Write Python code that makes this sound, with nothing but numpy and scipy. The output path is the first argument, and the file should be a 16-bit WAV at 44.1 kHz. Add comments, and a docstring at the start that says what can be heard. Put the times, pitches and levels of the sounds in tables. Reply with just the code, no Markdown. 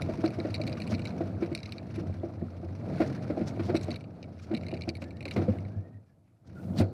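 """A small radio-controlled truck crawls up a rocky slope, heard from on board its plastic body.
Noise grains ringing the chassis and shell make the gear grind; two wavering sines make the motor hum.
Noise and grains crunch as grit; struck tones knock on rock, and damped modes rattle as loose fittings.
The truck rolls almost to a stop, starts again, slides off a stone and lands with a thud."""
import sys
import numpy as np
from scipy import signal
from scipy.fft import rfft, irfft, next_fast_len
from scipy.io import wavfile
from scipy.ndimage import uniform_filter1d, map_coordinates

SR = 44100
rng = np.random.default_rng(int(sys.argv[2]) if len(sys.argv) > 2 else 0)


def transcribe(u):
    """Save the signal u as a 16-bit wav file named by the first command-line argument.

    u: samples, shape (n,) or (channels, n), limited to [-1, 1]; the rate is SR.
    q: integer samples, one column per channel.
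    """
    v = np.clip(np.atleast_2d(u).T, -1, 1)
    q = np.round(v * 32767).astype(np.int16)
    wavfile.write(sys.argv[1], SR, q)


N = 305603


def amp(db):
    """Decibels to gain."""
    return 10 ** (np.asarray(db) / 20)


def unit(x):
    """x scaled to rms 1."""
    return x / np.sqrt(np.mean(x ** 2) + 1e-20)


def curves(rows):
    """One value per sample for each column after the time."""
    s, *cols = np.transpose(rows)
    return [np.interp(np.arange(N) / SR, s, c) for c in cols]


def wobble(rate):
    """A smooth random curve, rate knots a second."""
    knots = rng.standard_normal(int(N * rate / SR) + 4)
    return map_coordinates(knots, [np.arange(N) * rate / SR])


def filtered(x, response):
    """x times a complex response of frequency."""
    m = next_fast_len(len(x) + min(len(x), SR // 4), True)  # padded so that tails do not wrap round
    spectrum = rfft(x, m) * response(np.fft.rfftfreq(m, 1 / SR))
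    return irfft(spectrum, m)[:len(x)]


def coloured(x, points):
    """x equalised through (hz, gain_db) points, joined on a log frequency axis."""
    f, db = np.transpose(points)
    return filtered(x, lambda hz: amp(np.interp(np.log(hz + 1), np.log(f), db)))


def resonate(x, modes):
    """x ringing through (hz, width_hz, gain_db) resonances of alternating sign."""
    def response(f):
        total = 0
        for k, (hz, width, db) in enumerate(modes):
            damping = 1j * f * width
            total = total + (-1) ** k * amp(db) * damping / (hz * hz - f * f + damping)
        return total
    return filtered(x, response)


def grains(rate, spread_db):
    """Random tiny impacts of uneven size, about rate a second, rms 1."""
    hits = rng.random(N) < rate / SR
    return unit(hits * rng.choice([-1, 1], N) * amp(spread_db * rng.standard_normal(N)))


def steadied(x, span):
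    """x with its level evened out by two passes of a span-second average, rms near 1."""
    size = max(int(span * SR), 1)
    power = uniform_filter1d(uniform_filter1d(x * x, size), size)
    return x / np.sqrt(np.abs(power) + 1e-20)


def sine(hz):
    """A tone that follows a pitch curve, rms 1."""
    return np.sqrt(2) * np.sin(2 * np.pi * np.cumsum(hz) / SR)


def swell(t, peak, sharpness):
    """A contact's force: up to 1 at peak seconds, then away."""
    return (t / peak * np.exp(1 - t / peak)) ** sharpness


def add(track, s, sound):
    """Mix a sound into the track at s seconds."""
    part = track[max(round(s * SR), 0):][:len(sound)]
    part += sound[:len(part)]


# how hard the truck works, and how much grit is under the tread (also read by tyres):
# time_s, effort_db, grit_db
DRIVE = [(0,-38.5,-52.5),(.95,-37.5,-52.5),(1.48,-40.5,-58),(1.63,-48,-58.5),(2.0,-38.5,-56.5),(2.3,-45,-60),(2.76,-44.5,-60),(2.88,-36,-55),(3.0,-39,-46),(3.22,-39,-54.5),(3.72,-36,-52.5),(3.94,-42,-54),(4.04,-50,-66.5),(4.38,-50,-63),(4.62,-42.5,-60.5),(5.19,-47,-66.5),(5.31,-45,-60),(5.38,-36.5,-47.5),(5.47,-37,-56),(5.62,-43.5,-60.5),(5.8,-49.5,-69),(6.14,-68.5,-84),(6.42,-71,-83.5),(6.48,-51,-68.5),(6.77,-39.5,-61),(6.93,-46.5,-68.5)]
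# resonances of chassis and plastic shell, both also used by knocks: pitch_hz, width_hz, gain_db
CHASSIS = [(92.4, 34, 5), (117.7, 15, -2)]
SHELL = [(157.6,55,2.5),(235.6,61.6,4),(324,76.6,0.5),(507,84,-4),(636.4,96.7,-2.5),(731.3,171,-12),(1220,250,-33.5)]
# equalisation of chassis rumble, gear grind and pebble bumps: freq_hz, gain_db
RUMBLE_TONE = [(20, -14), (45, -12), (65, -13.5), (85, -7), (125, 0), (200, -1.5), (500, -30)]
GEAR_TONE = [(50,-16.5),(110,3.5),(160,0),(720,-6),(950,6.5),(1450,-2),(3000,-53.5),(8000,-31.5)]
PEBBLE_TONE = [(150,-27.5),(330,-0.5),(680,-2),(950,1),(1400,-15),(2400,-6.5),(5000,-16.5),(10000,-23.5)]
CRUISE_DB = -40.5  # the effort of a steady climb
RUMBLE_DB, RUMBLE_GROWS = -42, 0.74  # chassis rumble at that effort; dB more for each dB of effort


def drive():
    """Gears grind into the shell, tread lugs shudder the chassis, pebbles bump the wheels; effort lifts all."""
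    effort_db, _ = curves(DRIVE)
    rumble_db = RUMBLE_DB + RUMBLE_GROWS * (effort_db - CRUISE_DB)
    shudder = coloured(resonate(grains(rate=330, spread_db=5.0), CHASSIS), RUMBLE_TONE)
    teeth = coloured(resonate(grains(rate=700, spread_db=0.5), SHELL), GEAR_TONE)
    pebbles = coloured(resonate(grains(rate=55, spread_db=4), SHELL), PEBBLE_TONE)
    unsteady = amp(1.76 * wobble(12))
    grind = unsteady * steadied(teeth, span=0.022) + amp(-12.0) * unit(pebbles)
    return amp(rumble_db) * steadied(shudder, span=0.066) + amp(effort_db) * grind


# the motor's hum: time_s, pitch_hz, level_db (before trim)
HUM = [(0,92.5,-38.5),(.45,97.36,-36.5),(.85,112,-40),(1.6,92.7,-34.5),(1.8,126.5,-40),(2.05,92,-34.5),(2.65,87.96,-36),(2.78,97.4,-32),(2.89,135.7,-35.5),(2.99,150.6,-31.5),(3.17,130.5,-32),(3.27,126.3,-40),(3.45,104,-44),(3.72,92.5,-32),(4.05,89.6,-50.5),(4.46,88,-41.5),(4.75,87.65,-39),(5.25,86.75,-40.5),(5.52,96.9,-38),(5.66,97.5,-28.5),(5.76,106.7,-39),(5.92,106,-44),(6.2,99.1,-72.5),(6.5,105.2,-65),(6.7,99.1,-44),(6.93,92,-68)]


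def motor():
    """A low hum and its octave follow the pitch and level curves, wavering at random."""
    hum_hz, hum_db = curves(HUM)
    speed = hum_hz * (1 + 0.018 * wobble(30))
    level = amp(hum_db - 7 + 4.06 * wobble(25))
    return level * (sine(speed) + amp(-13.0) * sine(2 * speed))


# equalisation of faint outdoor air: freq_hz, gain_db
AIR = [(25,-25),(100,-6.5),(300,-25.5),(700,-18),(1100,-32.5),(3000,-43),(12000,-42.5),(15500,-68)]


def outdoor_air():
    """Steady noise, mostly low, stands for the open air."""
    return amp(-73.5) * unit(coloured(rng.standard_normal(N), AIR))


STONES_PER_S = 60
# median pitch, its log spread, and the cycles a stone rings before falling to 1/e
STONE_HZ, STONE_SPREAD, STONE_CYCLES = 1550, .32, 5


def stones():
    """Small stones grate against each other, each with its own pitch and size, rms 1."""
    out, t = np.zeros(N), np.arange(SR // 30) / SR
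    draws = rng.standard_normal((int(STONES_PER_S * N / SR), 3))
    for k, (when, pitch, size) in enumerate(draws):
        hz = STONE_HZ * np.exp(STONE_SPREAD * pitch)
        ring = np.exp(-hz * t / STONE_CYCLES) * np.sin(2 * np.pi * hz * t)
        add(out, (k + when) / STONES_PER_S, amp(3 * size) * ring)
    return unit(out)


# equalisation of sand and of larger chips: freq_hz, gain_db
GRIT_TONE = [(300,1),(900,7.5),(1400,5),(1850,2),(2300,3.5),(3200,-8.5),(4200,-1),(5800,-13),(7000,-17.5),(9900,-19.5),(12000,-29.5),(15500,-25)]
CHIP_TONE = [(500,-11.5),(1000,-6),(1400,3),(1800,-3.5),(2350,0.5),(3200,-11.5),(4300,-9),(5800,-7),(7200,-27.5),(10000,-23.5),(15000,-42)]
SAND_DB, CHIPS_DB, STONES_DB = -5.5, -7, -9  # against the grit level


def tyres():
    """Sand crackles under the tread, larger chips crumble in short bursts and small stones grate."""
    _, grit_db = curves(DRIVE)
    crackle = grains(rate=1500, spread_db=2.5) + rng.standard_normal(N)
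    flutter_db = 1.4 * wobble(50)
    t = np.arange(SR // 50) / SR
    crumbles = np.abs(grains(rate=70, spread_db=3.5))
    bursts = signal.fftconvolve(crumbles, np.exp(-t / 0.008))[:N]
    chips = coloured(bursts * rng.standard_normal(N), CHIP_TONE)
    sand = amp(SAND_DB + flutter_db) * unit(coloured(crackle, GRIT_TONE))
    return amp(grit_db) * (sand + amp(CHIPS_DB) * unit(chips) + amp(STONES_DB) * stones())


# modes of the fittings, heavily damped by the body: pitch_hz, width_hz, gain_db
FITTINGS = [(2080,610,-2.5),(2310,146,-2),(2800,530,-2.5),(3860,490,3.5),(4310,360,1.5),(4910,650,-6),(5970,320,-16.5),(7900,340,-1.5),(7950,500,-3),(9780,490,-2),(10020,420,-3),(12700,1200,-3.5)]
# edges between the low, middle and top modes: edge_hz
REGISTERS_HZ = [0, 3300, 7000, 16000]
# equalisation of the contact's crack: freq_hz, gain_db
CONTACT_TONE = [(900,-10),(1700,-2.5),(2600,13.5),(3300,-5),(4500,14),(5300,-10),(6500,-8),(10000,-11.5),(15000,-19.5)]
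CONTACT_DB, CONTACT_S = -12, 0.00092  # the crack against the clink; its decay time
# the buzz between the touching parts after the strike: decay time, level against the strike
CHATTER_S, CHATTER_DB = 0.0042, -19


def tap(ring_db, clink_db, tick_db):
    """A dry strike and faint buzz: a crack, then low, middle and top modes, different each time."""
    t = np.arange(SR // 50) / SR
    hz, width, db = np.transpose(FITTINGS)
    pitch = hz * (1 + .04 * rng.standard_normal(len(hz)))
    gain = amp(db + rng.normal(0, 1.85, len(hz))) * (-1) ** np.arange(len(hz))
    decay = np.exp(-np.pi * np.outer(width, t))
    modes = gain[:, None] * decay * np.sin(2 * np.pi * np.outer(pitch, t))
    chatter = amp(CHATTER_DB) * rng.standard_normal(len(t)) * np.exp(-t / CHATTER_S)
    chatter[0] = 1  # the strike itself
    crack = coloured(rng.standard_normal(len(t)) * np.exp(-t / CONTACT_S), CONTACT_TONE)
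    out = amp(ring_db + clink_db + CONTACT_DB) * unit(crack)
    for level, lo, hi in zip([0, clink_db, tick_db], REGISTERS_HZ, REGISTERS_HZ[1:]):
        register = modes[(lo < hz) & (hz <= hi)].sum(0)
        ring = signal.fftconvolve(chatter, register)[:len(t)]
        out += amp(ring_db + level) * unit(ring)
    return out


# loose fittings tapping the body:
# start_s, ring_db (low modes, before trim), clink_db (middle over ring), tick_db (top over ring)
TAPS = [(0.02, -39.5, -1, -11), (0.2604, -45, 4.5, -15), (0.2773, -48.5, 0, -30),
        (0.305, -51.5, -5.5, -11.5), (0.401, -46.5, 1.5, -29), (0.455, -51.5, -8, -22),
        (0.5431, -39, 3, -15.5), (0.5504, -44, 4, -15.5), (0.5603, -48, 1.5, -21), (0.6153, -42.5, 1, -18),
        (0.6678, -47, -2, -12), (0.6758, -44, 3, -12), (0.6796, -49, 2.5, -24), (0.696, -49, -7, -14),
        (0.7277, -47, 3.5, -30), (0.8015, -44.5, -7, -14), (0.8188, -43.5, 1, -19), (0.829, -54, -9, -12),
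        (0.8753, -45.5, -8, -12), (0.9405, -46, 0, -32), (0.9484, -46, 2, -18), (0.9937, -46, -10, -15),
        (1.0537, -45.5, 2, -11), (1.0585, -42, -23, -33), (1.0725, -54, 9, -17), (1.431, -47.5, -13, -22),
        (1.4475, -54, -9, -20), (1.5282, -53, -6.5, -17.5), (1.55, -39, 4, -12.5), (1.589, -54.5, 2, -14),
        (1.6315, -50, 5.5, -18), (1.6368, -59, -2, -28), (1.659, -50, 2.5, -18), (1.7222, -43, 2.5, -13.5),
        (1.7823, -49, 2, -25), (1.959, -51, -3, -9), (1.971, -58, -13, -18), (3.7528, -44, -0.5, -11),
        (3.76, -45, -2.5, -17), (3.7656, -43.5, 5.5, -10), (3.7722, -53.5, 10, -1),
        (3.8118, -55.5, 3.5, -2), (3.8443, -58, 3, -1.5), (3.9061, -45.5, 1, -13), (3.9146, -51.5, 11, -19),
        (3.9429, -49, 0, -32), (3.9592, -51, 5, -9), (4.008, -55, -5, -15), (4.0407, -57, -7, -22),
        (4.2283, -51, -1, -33), (4.241, -55, -10, -26), (4.5393, -46, -11, -23), (4.5483, -40.0, 1.5, -25),
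        (4.575, -47.5, -3, -15.5), (4.6342, -50.5, -9, -18), (4.659, -66, -5, -22),
        (4.6888, -52.5, -7, -19), (4.7079, -53, -8, -25), (4.715, -47.5, -6, -20), (4.739, -47, -5, -29),
        (4.7522, -56, -5, -20), (4.7671, -52, -11, -24), (4.7748, -54, -8, -23), (4.81, -48, -5.5, -20),
        (4.82, -47.5, 4.5, -19.5), (4.8358, -48, -9, -22), (4.8836, -50.5, -6, -21.5),
        (4.8904, -39, 3.5, -15.5), (4.8998, -50.5, -1, -16), (4.9524, -47.5, -4, -14),
        (4.9688, -56.5, 1, -7), (5.0199, -47.5, -5.5, -16), (5.0403, -53.5, -2.5, -11),
        (5.1068, -52.5, -7, -17), (5.1689, -60, 1, -13), (5.207, -44.5, -7.5, -21), (5.2267, -51, -3, -15),
        (5.2542, -40, -3, -18), (5.28, -43, -7, -28), (5.286, -50, -1, -13), (5.3103, -39, -4.5, -15.5),
        (5.3156, -45.5, -2.5, -24), (5.586, -53.5, -8, -20), (5.6508, -55, -13, -26)]
# spells in which the fittings also jiggle softly: start_s, end_s
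JIGGLES = [(0.499, 1.11), (1.518, 1.7), (3.78, 3.96), (4.528, 4.78)]
# equalisation of all taps: freq_hz, gain_db
TAP_TONE = [(600,-25.5),(1800,1),(2800,1.5),(3350,-13.5),(3900,1.5),(10600,-2),(11600,-6),(15000,-8)]
JIGGLE_PER_S, JIGGLE_DB = 26, -53.5  # mean low ring, before the trim shared with the taps


def rattle():
    """Loose metal fittings chatter against the body in clusters, and in some spells jiggle at random."""
    out = np.zeros(N)
    for s, ring_db, clink_db, tick_db in TAPS:
        add(out, s, tap(ring_db, clink_db, tick_db))
    for start, end in JIGGLES:
        for s in np.arange(start, end, 1 / JIGGLE_PER_S):
            scatter_db = rng.uniform(-5, 5)
            jiggle = tap(JIGGLE_DB + scatter_db, clink_db=-1, tick_db=-18.5)
            add(out, s + rng.random() / JIGGLE_PER_S, jiggle)
    return amp(-6) * coloured(out, TAP_TONE)


# wheels striking rock, levels before trim:
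# start_s, shell_hz, ring_db, upper_db (second tone over the first), thud_db (chassis), crunch_db
KNOCKS = [(0.09,323,-27.5,-2.5,-31.5,-42),(0.183,325,-31,-15,-34,-71),(0.239,327,-20,-3.5,-45,-34),(0.384,346,-31,-5.5,-38,-44),(0.448,312,-30,0,-42,-41),(0.597,315,-32.5,0.5,-55,-61),(0.917,319,-34,-1,-26.5,-37.5),(1.207,335,-27,-1.5,-38,-41.5),(1.422,338.5,-22,-12.5,-34,-37),(1.516,332.5,-29,-15,-34.5,-46),(1.978,338,-30.5,-34,-35,-50),(2.234,336,-29.5,-5,-36.5,-56),(2.419,348,-34,-7.5,-33,-58),(2.63,335,-37,-5,-47,-65),(3.003,326,-18.5,-6,-33,-32.5),(3.0155,310.6,-31,-2,-34,-35),(3.094,302,-38,-6,-33,-54),(3.299,302,-27,-1.5,-32.5,-40),(3.373,336.6,-28,0,-30,-47),(3.409,336,-30.5,-27,-31,-43),(3.594,335,-27,-16,-38,-35.5),(3.694,360,-25,-3,-48,-35.5),(3.744,331,-21,-10,-39,-33),(3.884,320,-28,-4.5,-31,-44.5),(4.512,332.5,-27,-11,-37,-42.5),(4.533,323,-32,-8.5,-30,-61),(4.727,339,-33.5,2,-37,-63),(4.877,334,-27.5,-7.5,-33,-46),(5.018,290,-49.5,10,-34.5,-40),(5.256,288,-41.5,5.5,-45,-42),(5.362,360,-30,0,-28,-30),(5.389,335,-26,-22,-36,-53),(5.416,327.4,-32,-18,-35,-42),(5.4816,290,-34,-7,-27.5,-44),(6.8,301.5,-23.5,-2.5,-34.5,-32),(6.812,361,-28,-2.5,-50,-43)]
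# the stiff deck's resonances: pitch_hz, width_hz, gain_db
CLACK = [(1030, 560, -4), (1430, 56, 9.5), (1790, 220, -11.5), (2160, 61, -3)]
# equalisation of thud and of crushed grit: freq_hz, gain_db
THUD_TONE = [(60, -45), (110, 3.5), (175, 6.5), (240, 14.5), (330, -7.5), (600, -62.5)]
CRUNCH_TONE = [(400,-6),(900,6),(1400,3),(1850,0),(2300,2),(3100,-12.5),(4300,-8),(7000,-29.5),(15000,-39.5)]
UPPER_RATIO = 1.92  # the shell's second tone against its first
CLACK_DB = -7  # gain of the deck's clack, driven by the crunch envelope
LEAD_S, LEAD_DB = 0.0082, -16  # the tyre squashes this long before each blow; its stir against ring_db


def knocks():
    """Each tyre-softened blow rings two shell tones, clacks the deck, bounces the chassis, crushes grit."""
    out, t = np.zeros(N), np.arange(SR // 5) / SR
    low_ring = swell(t, peak=0.0056, sharpness=1.0) + 0.13 * swell(t, peak=0.027, sharpness=6.1)
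    high_ring = swell(t, peak=0.0021, sharpness=0.34)
    bounce = swell(t, peak=0.029, sharpness=0.52) * np.sin(2 * np.pi * CHASSIS[0][0] * t)
    # level envelopes, filled with noise below
    pushes, crunches, jolts = np.zeros((3, N))
    for s, hz, ring_db, upper_db, thud_db, crunch_db in KNOCKS:
        upper_level_db = ring_db + upper_db
        add(out, s, amp(ring_db + 2.0) * low_ring * np.sin(2 * np.pi * hz * t))
        add(out, s, amp(upper_level_db) * high_ring * np.sin(2 * np.pi * UPPER_RATIO * hz * t))
        add(out, s, amp(thud_db - 10.0) * bounce)
        add(jolts, s, amp(upper_level_db - 8.0) * swell(t, peak=0.0054, sharpness=0.16))
        add(jolts, s - LEAD_S, amp(ring_db + LEAD_DB) * swell(t, peak=LEAD_S, sharpness=1.4))
        add(pushes, s, amp(thud_db - 1.5) * swell(t, peak=0.01, sharpness=0.82))
        add(crunches, s, amp(crunch_db - 7.0) * swell(t, peak=0.0042, sharpness=0.39))
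    judder_tone = [(150, -20.0), (400, -1.5), (700, -2.0), (1500, -2.0), (3000, -30.0)]
    judder = steadied(coloured(resonate(rng.standard_normal(N), SHELL), judder_tone), span=0.0073)
    thud = steadied(coloured(rng.standard_normal(N), THUD_TONE), span=0.055)
    crunch = steadied(coloured(grains(rate=2100, spread_db=-0.5), CRUNCH_TONE), span=0.0018)
    clack = steadied(resonate(grains(rate=550, spread_db=5.0), CLACK), span=0.008)
    body = coloured(out + jolts * judder + pushes * thud, [(2500, -0.5), (8000, -22.5)])
    return body + crunches * (amp(-1.0) * crunch + amp(CLACK_DB) * clack)


# short squeaks of tyres and drivetrain:
# middle_s, pitch_hz, level_db (before trim), length_s (Gaussian half length), glide_hz_per_s
SQUEAKS = [(0.142,955,-43,.008,-2000),(0.777,1150,-41,0.0056,3000),(1.69,1220,-46.5,0.006,8002),(2.15,1620,-55,0.01,0),(4.675,1746,-65,0.015,500),(4.985,1860,-62,0.025,-1500),(5.067,1740,-52,0.018,2000),(5.164,1834,-56,0.018,1500),(5.746,1640,-62,0.046,1506),(5.86,1852,-62,0.023,794),(5.951,1855,-63,0.022,308),(6.106,1690,-74.5,.026,-500),(6.589,1433,-50.5,0.02,604)]
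SQUEAK_WAVER_HZ = 42  # unsteadiness of a squeak's pitch


def squeaks():
    """Rubber or a dry joint sticks and slips: a short wavering, gliding tone in a band of rubbing noise."""
    out, t = np.zeros(N), np.arange(-SR // 10, SR // 10) / SR
    waver, flutter = SQUEAK_WAVER_HZ * wobble(200), wobble(150)
    for s, hz, db, length, glide in SQUEAKS:
        at = round(s * SR) + np.arange(len(t)) - len(t) // 2
        tone = sine(hz + glide * t + waver[at])
        rub = unit(resonate(rng.standard_normal(len(t)), [(hz, 260, 0)]))
        grip = amp(db - 9 + 2.5 * flutter[at]) * np.exp(-(t / length) ** 2 / 2)
        add(out, s + t[0], grip * (tone + amp(-8) * rub))
    return out


# stone chips snapping under a tyre: start_s, level_db (before trim)
SNAPS = [(.2445, -50), (0.543, -38), (1.551, -34.5), (6.8121, -34.5)]
# equalisation of the snaps: freq_hz, gain_db
SNAP_TONE = [(2000, -2), (6000, -14), (9500, 4), (12000, -17), (15000, -16)]


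def snaps():
    """Brittle chips break with a very short, bright tick of decaying noise."""
    out, t = np.zeros(N), np.arange(SR // 200) / SR
    for s, db in SNAPS:
        tick = rng.standard_normal(len(t)) * np.exp(-t / 0.00036)
        add(out, s, amp(db - 8.5) * unit(tick))
    return coloured(out, SNAP_TONE)


# tyres slipping on stone: peak_s, level_db, fall_s, brightest_hz
SCRAPES = [(0.91,-46.5,0.012,5260),(3.076,-52,0.0056,6050),(3.481,-45,0.012,5770),(3.661,-52,0.022,4944),(3.833,-47.5,0.0071,6200),(4.432,-59,0.019,5640),(5.022,-55,0.0098,5400),(5.339,-53,0.008,5780),(5.535,-59.5,0.048,2358),(6.28,-80,0.032,2500),(6.475,-64,0.0075,5540),(6.789,-38,0.015,4670)]
SCRAPE_RISE = 0.69  # rise time over fall time


def scrapes():
    """A slipping tyre rasps over fine grit up to a peak and grips again."""
    out, t = np.zeros(N), np.arange(-SR // 6, SR // 6) / SR
    for s, db, fall, hz in SCRAPES:
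        sand = rng.standard_normal(len(t)) * amp(6.0 * rng.standard_normal(len(t)))
        tone = [(200, -14), (hz / 4, -4), (hz / 2, -6), (hz, 0), (hz * np.sqrt(2), -13), (15000, -30)]
        rasp = unit(coloured(sand, tone))
        envelope = np.exp(-np.maximum(-t / (SCRAPE_RISE * fall), t / fall))
        add(out, s + t[0], amp(db) * rasp * envelope)
    return out


# the suspension bottoming out: start_s, rocking_db (chassis), boom_db (floor pan), panel_db (side panel)
THUMPS = [(0.916,-28,-21.5,-38),(5.371,-29.5,-22.5,-32),(5.480,-23.5,-20,-23),(5.757,-28,-34.5,-65),(6.646,-40,-31,-59),(6.699,-41,-29,-57),(6.797,-19,-21.5,-30.5)]
# the parts that it shakes, in the same order: pitch_hz, peak_s (time to the peak), sharpness (of the swell)
FRAME = [(96.9, 0.027, 1.67), (207.4, 0.0096, 2.4), (510, 0.0064, 1.3)]


def thumps():
    """The suspension bottoms out: side panel and floor pan boom briefly, then the chassis rocks."""
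    out, t = np.zeros(N), np.arange(SR // 4) / SR
    for s, *levels in THUMPS:
        for db, (hz, peak, sharpness) in zip(levels, FRAME):
            add(out, s, amp(db) * swell(t, peak, sharpness) * np.sin(2 * np.pi * hz * t))
    return out


# resonances of the juddering tread and of the springs: pitch_hz, width_hz, gain_db
SKID = [(168, 40, -4.5), (193, 75, 5.5)]
SPRING = [(4250, 530, 0), (4700, 140, -1.5)]
# equalisation of the dust: freq_hz, gain_db
HISS_TONE = [(1500, -6.5), (5000, -2.5), (10000, -2), (12500, -6), (15000, -4)]
SLIP_S, LAND_S = 6.61, 6.8  # the slide off the last stone
DUST_DB = -71.5  # dust while slipping
RUSH_DB, RUSH_S = -50.5, 0.011  # extra dust peaking at the landing; its rise and fall time
SKID_DB, SKID_GROWS_DB_PER_S = -38.5, 44  # judder reached as the landing nears, before its rush
SPRING_DB, SPRING_DB_PER_S = -66, 60  # springs at the landing, and how fast they fade


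def slide():
    """The tread judders and dust hisses as the tyres slip; after the landing the springs sing on."""
    t = np.arange(N) / SR - LAND_S
    after = np.maximum(t, 0)
    slip_start = SLIP_S - LAND_S
    slipping = np.interp(t, [slip_start - .09, slip_start, 0, .04], [0, 1, 1, 0])
    rush = np.exp(-np.abs(t) / RUSH_S)
    hiss = unit(coloured(rng.standard_normal(N), HISS_TONE))
    dust = (amp(DUST_DB) * slipping + amp(RUSH_DB) * rush) * hiss
    skid_tone = [(60, -21), (150, 12.0), (240, 5.0), (700, -33)]
    judder = steadied(coloured(resonate(rng.standard_normal(N), SKID), skid_tone), span=0.026)
    skid = amp(SKID_DB + SKID_GROWS_DB_PER_S * t) * (slipping + 5.8 * rush) * judder
    singing = unit(resonate(rng.standard_normal(N), SPRING))
    springs = (t > 0) * amp(SPRING_DB - SPRING_DB_PER_S * after) * singing
    return dust + skid + springs


def scene():
    """The truck over faint outdoor air, as one channel."""
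    rolling = drive() + motor() + tyres() + outdoor_air()
    impacts = rattle() + knocks() + snaps() + thumps()
    friction = squeaks() + scrapes() + slide()
    return (rolling + impacts + friction)[None]


TOP_HZ = 15500


def record(dry):
    """A sharp band limit removes everything from TOP_HZ up."""
    return filtered(dry[0], lambda hz: hz < TOP_HZ)[None]


dry = scene()
out = record(dry)
transcribe(out)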